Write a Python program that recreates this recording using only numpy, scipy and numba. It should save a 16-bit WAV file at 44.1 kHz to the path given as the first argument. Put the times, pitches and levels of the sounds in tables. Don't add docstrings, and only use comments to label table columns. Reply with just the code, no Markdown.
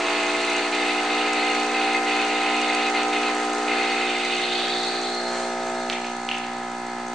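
import sys
import numpy as np
from scipy import signal
from scipy.fft import rfft, irfft, next_fast_len
from scipy.io import wavfile
from scipy.ndimage import uniform_filter1d, map_coordinates
from numba import njit

SR = 44100
rng = np.random.default_rng(int(sys.argv[2]) if len(sys.argv) > 2 else 0)


def attenuation_scalar(level_db):
    decades = np.asarray(level_db, float) / 20
    return 10 ** decades


def int16_out(signal):
    q = np.round(np.clip(np.atleast_2d(signal).T, -1, 1) * 32767)
    wavfile.write(sys.argv[1], SR, q.astype(np.int16))


N = 314874

MAINS_HZ = 60.002
T = np.arange(N) / SR
STROKE = (T * MAINS_HZ) % 1

# multiple of the stroke rate, level/dB against the strongest line
PRIMING_LINES = [(1, -44), (2, -31), (3, -30), (4, -11), (5, -2), (6, 0), (7, -4), (8, -3), (9, -36),
                 (10, -14), (11, 2.5), (12, -8), (13, -6.5), (14, -1.5), (15, -15.5), (16, -6), (17, -13),
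                 (18, -3.5), (19, -18), (20, -25), (21, -5), (22, -9.5), (23, -11), (24, -9), (25, -17),
                 (26, -30), (27, -26), (28, -39), (29, -6.5), (30, -15.5)]
FILLING_LINES = [(1, -57), (2, -50), (3, -36), (4, -10), (5, -5), (6, -7.5), (7, -6.5), (8, -9), (9, -16.5),
                 (10, -33.5), (11, -12.5), (12, -6.5), (13, 0), (14, -11), (15, -12.5), (16, -17),
                 (17, -11), (18, -27), (19, -37), (20, -20), (21, -6), (22, -11.5), (23, -18.5), (24, -14),
                 (25, -23), (26, -17.5), (27, -41), (28, -31), (29, -18), (30, -16)]
LOADING_LINES = [(1, -40), (2, -32), (3, -17), (4, -7.5), (5, -6.5), (6, -0.5), (7, -5), (8, -7),
                 (9, -14.5), (10, -17.5), (11, -8.5), (12, -4), (13, 1.5), (14, -13.5), (15, -12.5),
                 (16, -27), (17, -21), (18, -34), (19, -26), (20, -24), (21, -6.5), (22, -11), (23, -28),
                 (24, -10.5), (25, -18), (26, -17), (27, -16), (28, -25), (29, -15), (30, -21)]
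SOAKING_LINES = [(1, -41), (2, -24.5), (3, -17.5), (4, -3), (5, -13.5), (6, -2), (7, -7), (8, -12),
                 (9, -5.5), (10, -16), (11, 1), (12, -2.5), (13, 0.5), (14, -5.5), (15, -6), (16, -9),
                 (17, -22), (18, -20), (19, -24), (20, -24), (21, -4), (22, -11), (23, -17), (24, -13),
                 (25, -19), (26, -18), (27, -16.5), (28, -12), (29, -10.5), (30, -18)]
PRESSING_LINES = [(1, -35.5), (2, -21.5), (3, -18.5), (4, -3.5), (5, -14.5), (6, -6.5), (7, -15),
                  (8, -21.5), (9, -14), (10, -16), (11, -13.5), (12, -5), (13, -2.5), (14, -7.5), (15, -11),
                  (16, -9.5), (17, -11.5), (18, -29), (19, -24), (20, -52), (21, -6.5), (22, -11.5),
                  (23, -18), (24, -20), (25, -17), (26, -33), (27, -19.5), (28, -14), (29, -13.5),
                  (30, -34)]
# multiple of the stroke rate, level/dB
UPPER_LINES = [(31, -32.5), (32, -23.5), (33, -20), (34, -17.5), (35, -12.5)]
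# t/s, load (0 priming to 4 pressing)
PUMP_LOAD = [(0, 0), (.4, .15), (1.2, .9), (1.6, 1), (3.7, 1), (4.4, 2), (5.0, 2.1), (5.3, 3), (5.8, 3),
             (6.2, 4), (7.14, 4)]
# strongest hum line level/dB, water level/dB, valve and hiss level/dB
LOAD_LEVELS = [
    (-34.5, -35.5, -41),
    (-29.5, -37, -42.5),
    (-35, -38.5, -43),
    (-35.5, -43.5, -45),
    (-35.5, -46, -47.5),
]
# start t/s, length t/s, depth level/dB
FLOW_STALLS = [(0, 0.078, -4), (0.298, .11, -1.5), (0.662, 0.057, -13), (0.918, 0.059, -2.5),
               (0.986, 0.11, -7), (1.616, 0.12, -7), (1.962, 0.089, -8), (2.255, 0.03, -5),
               (2.883, 0.053, -20), (3.02, 0.098, -10), (3.16, 0.064, -4.5), (3.284, 0.39, -13)]
# f/Hz, width f/Hz, level/dB
VALVE_MODES = [(6326, 610, 9), (7390, 660, 2.5), (8300, 330, -4.5)]
# f/Hz, level/dB
HISS_TONE = [(4600, -3.5), (5200, -6.5), (6300, -7.5), (8700, -9), (9600, -22.5), (11000, -12),
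             (16000, -40)]
# f/Hz, width f/Hz, level/dB
TRAY_MODES = [(2079, 47, 1.5), (2550, 32, 2), (2404, 41, -7), (2827, 47, -5.5), (3150, 15, -21),
              (3630, 120, -6), (3943, 5.8, -8), (4265, 10, -9), (4490, 22, -13.5)]
# running level/dB, swell level/dB, fade start t/s, fade slope/(dB/s), rest level/dB
TRAY_GROUPS = [
    (-25.5, -2, 4.41, -22, -46),
    (-35.5, 6.5, 4.64, -23, -48),
    (-35, 5, 4.9, -35.5, -50),
]
TRAY_STALL_SHARES = (1., 1, 0.64)
# t/s, f/Hz, width f/Hz, level/dB
AIR_POCKET = [
    (0, 2610, 906, -34),
    (4.3, 2730, 900, -35.5),
    (4.6, 3190, 910, -33.5),
    (4.9, 4080, 770, -38.5),
    (5.2, 4250, 352, -38),
    (5.45, 4170, 150, -44.5),
    (5.68, 4230, 119, -63),
    (5.82, 4230, 119, -45),
    (7.14, 4170, 120, -66),
]
# f/Hz, level/dB
WATER_TONE = [(30, -27), (100, -21), (200, -12.5), (300, -1.5), (500, 0), (800, 2.5), (1100, 1.5),
              (1700, 2.5), (2300, -0.5), (3200, -6), (4600, -6.5), (5500, -34)]
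# t/s, extra level/dB, half length t/s
WATER_GUSHES = [
    (0, 2.5, 0.04),
    (5.367, 7.5, 0.14),
    (5.91, 7.5, 0.026),
]
# t/s, peak level/dB, ring f/Hz, width f/Hz, wash level/dB
GLASS_DROPS = [
    (5.8987, -8, 2930, 1500, -28),
    (5.9243, -17.5, 2540, 1010, -16.5),
    (5.9276, -16.5, 3370, 990, -16),
    (5.936, -24, 2760, 1000, -24),
    (6.0444, -19, 2530, 1000, -17),
    (6.2888, -10.5, 2900, 700, -25),
    (6.2922, -19, 2770, 1000, -30),
]
# t/s, peak level/dB, ring f/Hz, width f/Hz, wash level/dB
GLASS_SPLASHES = [
    (6.3129, -13.5, 2760, 260, -18),
    (6.3173, -18, 2720, 200, -24),
    (6.3284, -30, 2600, 200, -25),
    (6.3432, -18, 2730, 198, -21),
    (6.3478, -26, 2940, 200, -21),
    (6.373, -24, 2780, 200, -18),
    (6.3978, -27, 2780, 201, -17),
    (6.44, -31, 2680, 200, -11),
]
# f/Hz, level/dB
KITCHEN_TONE = [(20, -7.5), (50, -10), (90, -3), (250, -4.5), (1000, -37.5)]
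# f/Hz, level/dB
ECHO_TONE = [(60, -19.5), (110, -15), (190, -18.5), (330, -35.5), (590, -18.5), (1040, -11), (1850, -11.5),
             (3270, -7.5), (5790, -4.5), (10200, -2.5)]
# f/Hz, level/dB
LEFT_TONE = [(60, 0.0), (110, 1.5), (190, -1), (330, -0.8), (590, 2), (1040, -3), (1850, -0.4),
             (3270, -0.5), (5790, -2.5), (10200, -1.5)]
# f/Hz, level/dB
TOP_LIMIT = [(20, 0), (9600, 0), (9750, -60), (20000, -60)]


def level(x, db=0):
    return x * attenuation_scalar(db) / np.sqrt(np.mean(x ** 2))


def curves(table):
    s, *columns = np.transpose(table)
    return [np.interp(T, s, c) for c in columns]


def colour(x, points):
    hz, db = np.transpose(points)
    size = next_fast_len(N)
    f = np.fft.rfftfreq(size, 1 / SR) + 1
    gain = attenuation_scalar(np.interp(np.log(f), np.log(hz), db))
    return irfft(rfft(x, size) * gain, size)[..., :N]


def ring(x, hz, width_hz):
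    return signal.lfilter(*signal.iirpeak(hz, hz / max(width_hz, 10.), fs=SR), x)


def walk(rate, t=T):
    levels = rng.standard_normal(400)
    order = 1 + (len(t) < N)
    return 1.13 * map_coordinates(levels, [t * rate], order=order)


def grains(rate, scatter_db):
    hits = rng.random(N) < rate / SR
    return hits * rng.standard_normal(N) * attenuation_scalar(scatter_db * rng.standard_normal(N))


def load_levels():
    load = curves(PUMP_LOAD)[0]
    return [np.interp(load, np.arange(len(c)), c) for c in np.transpose(LOAD_LEVELS)]


def stall():
    sag_s, restart_s = 0.046, 0.0079
    dip_db = 0
    for s, long_s, db in FLOW_STALLS:
        sag = (T - s) / min(sag_s, long_s) + (s == 0)
        restart = (s + long_s - T) / restart_s + 1
        dip_db = dip_db + db * np.clip(np.minimum(sag, restart), 0, 1)
    return dip_db


def hum(wander_db=0.5, flutter_db=0.62, drift_rad=0.3):
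    t = T[::64]
    load = curves(PUMP_LOAD)[0][::64]
    top_db = load_levels()[0][::64]
    pressure = np.clip((load - 2) / 2, 0, 1)
    loads = (PRIMING_LINES, FILLING_LINES, LOADING_LINES, SOAKING_LINES, PRESSING_LINES)
    stages = np.array([lines + UPPER_LINES for lines in loads])
    out = 0
    for k, dbs in zip(stages[0, :, 0], stages[:, :, 1].T):
        db = top_db + np.interp(load, np.arange(len(dbs)), dbs)
        db = db + wander_db * walk(1.535, t) + flutter_db * walk(12, t)
        free = .1 - 1.3 * (k % 2) * (k < 12) - .7 * (k > 11) - 2 * np.pi * k * .54
        free = free + (.5 + .03 * k) * rng.standard_normal()
        cushioned = -2 * np.pi * k * (.05 if k > 7 else .24) + .9 * (k < 8)
        cushioned = cushioned + (.4 + 1.4 * (k > 15 or 7 < k < 12)) * rng.standard_normal()
        shortest_turn = np.angle(np.exp(1j * (cushioned - free)))
        lag = free + pressure * shortest_turn + drift_rad * walk(2.473, t)
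        wave = np.cos(2 * np.pi * k * STROKE + np.interp(T, t, lag))
        out = out - np.interp(T, t, attenuation_scalar(db)) * wave
    return np.sqrt(2) * out * attenuation_scalar(0.073 * stall())


def rattle_levels():
    swell_s = 0.71
    for (db, swell_db, s, slope_db, rest_db), share in zip(TRAY_GROUPS, TRAY_STALL_SHARES):
        swell = swell_db * np.clip(1 + (T - s) / swell_s, 0, 1)
        fade = slope_db * np.maximum(T - s, 0)
        yield np.maximum(db + swell + fade, rest_db) + share * stall()


def rattle(patchy_db=0.04, trim_db=-3.5, fade_db=-16.0):
    groups = [0, 0, 0]
    low_shake = 1 + .4 * np.cos(2 * np.pi * (STROKE - .8))
    high_shake = 1 + .2 * np.cos(2 * np.pi * (STROKE - .3))
    patches = attenuation_scalar(patchy_db * walk(25))
    for hz, width_hz, db in TRAY_MODES:
        g = int(hz > 3000) + int(hz > 3750)
        knocks = (high_shake if g else low_shake) * patches * grains(2500, 1.2)
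        mode = ring(knocks, hz, (1.36 + 0.78 * g) * width_hz)
        mode = ring(mode, hz, 1400.0)
        groups[g] = groups[g] + level(mode, db + 10 * np.log10(width_hz)) * attenuation_scalar(1.5 * walk(40))
    fade = attenuation_scalar(fade_db * np.clip(T - 5.9, 0, 1))
    return fade * sum(level(x, trim_db) * attenuation_scalar(db) for x, db in zip(groups, rattle_levels()))


@njit
def glide(x, hz, width_hz):
    y, b, l = np.empty(len(x)), 0., 0.
    for i in range(len(x)):
        g, k = np.tan(np.pi * hz[i] / SR), width_hz[i] / hz[i]
        v = (b + g * (x[i] - l)) / (1 + g * (g + k))
        b, l, y[i] = 2 * v - b, l + 2 * g * v, k * v
    return y


def pocket():
    hz, width_hz, db = curves(AIR_POCKET)
    spray = grains(3000, 1.3) * attenuation_scalar(1.3 * walk(30))
    spray = glide(glide(spray, hz, width_hz), hz, width_hz)
    return level(spray / np.sqrt(width_hz)) * attenuation_scalar(db + 0.77 * stall())


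def water(flow_db, depth=0.047):
    swell = 1 + depth * np.cos(2 * np.pi * (STROKE - .1))
    churn = rng.standard_normal(N) * swell * attenuation_scalar(1. * walk(15))
    return level(colour(churn, WATER_TONE), 4.86) * attenuation_scalar(flow_db)


def valve(hiss_db, scatter_db=3.2, tick_s=.0013, tail_s=.006):
    since = ((STROKE + .1) % 1) / MAINS_HZ
    strength = attenuation_scalar(scatter_db * rng.standard_normal(N // 500))
    size = strength[(T * MAINS_HZ + .1).astype(int)]
    shape = since / tick_s * np.exp(-since / tick_s) + .22 * np.exp(-since / tail_s)
    puff = size * shape * rng.standard_normal(N)
    tick = sum(attenuation_scalar(db) * ring(puff, hz, w) for hz, w, db in VALVE_MODES)
    hiss = colour(rng.standard_normal(N), [(3000, -36.5)] + HISS_TONE)
    hiss_fade = attenuation_scalar(-3. * np.clip(T - 5.4, 0, 1))
    return (level(tick, -2.5) + level(hiss, -0.24) * hiss_fade) * attenuation_scalar(hiss_db)


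def knock(knock_db=-51, tilt_db=-3., scatter_db=4.):
    k = np.arange(36, 80)
    chance = rng.standard_normal((2, len(k)))
    turn = np.arange(2049) / 2048
    line_amp = attenuation_scalar(tilt_db * np.log2(k / k[0]) + scatter_db * chance[0])
    lines = np.cos(2 * np.pi * np.outer(k, turn - .28) + 2 * chance[1][:, None])
    cycle = line_amp @ lines
    return level(np.interp(STROKE, turn, cycle), knock_db) * attenuation_scalar(1. * walk(3))


def drops(table, wash_s, crack_db):
    out, cracks, t = np.zeros(N), np.zeros(N), T[:SR // 4]
    for s, db, hz, width_hz, wash_db in table:
        low = np.sin(2 * np.pi * hz * t) * np.exp(-np.pi * max(width_hz, 100.) * t)
        high = 0.18 * np.sin(2 * np.pi * 3950.0 * t) * np.exp(-t / 0.00042)
        smack = (low + high) * (1 - np.exp(-t / 0.00029))
        noise = rng.standard_normal(len(t))
        wash = ring(ring(noise, 2670.0, 1300.0), 2300.0, 1100.)
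        wash = level(wash, wash_db) * np.exp(-t / wash_s)
        i = int((s + .0008) * SR)
        out[i:i + len(t)] += attenuation_scalar(db) * (smack / np.abs(smack).max() + wash)
        crack = attenuation_scalar(4 * db + crack_db) * noise * np.exp(-t / .0004)
        cracks[i:i + len(t)] += (db > -13.5) * crack
    return colour(out, TOP_LIMIT) + cracks


def kitchen_murmur():
    return level(colour(rng.standard_normal(N), KITCHEN_TONE), -61)


def kitchen_echo(mid):
    t60_s = .45
    t = T[:SR // 2]
    echo = rng.standard_normal(len(t)) * attenuation_scalar(-60 * t / t60_s)
    echo = echo / np.sqrt(np.sum(echo ** 2))
    side = signal.fftconvolve(mid, echo)[:N]
    return colour(colour(side, ECHO_TONE), TOP_LIMIT)


def scene():
    _, flow_db, hiss_db = load_levels()
    gush_db = sum(db * np.clip(1 - abs(T - s) / half_s, 0, 1) for s, db, half_s in WATER_GUSHES)
    machine = hum() + rattle() + pocket() + water(flow_db + gush_db)
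    machine = machine + valve(hiss_db + .6 * gush_db) + knock()
    mid = colour(machine + kitchen_murmur(), TOP_LIMIT)
    mid = mid + drops(GLASS_DROPS, 0.061, -7.5) + drops(GLASS_SPLASHES, 0.073, -60.)
    side = kitchen_echo(mid)
    channels = []
    for way in (1, -1):
        tilt = [(hz, way * db / 2) for hz, db in LEFT_TONE]
        channels.append(colour(mid + way * side, tilt))
    return np.array(channels)


def roll_off(x):
    return signal.sosfilt(signal.butter(12, 15800, fs=SR, output="sos"), x)


def record(dry):
    slips = uniform_filter1d(1. * (walk(25) > 1.15), size=500) * attenuation_scalar(-1.5 * T)
    band = colour(rng.standard_normal((2, N)), [(10300, -90), (10400, 0), (10800, 0), (10900, -90)])
    offset = .0025
    return roll_off(dry + level(band, -58.) * slips + offset)


dry = scene()
out = record(dry)
int16_out(out)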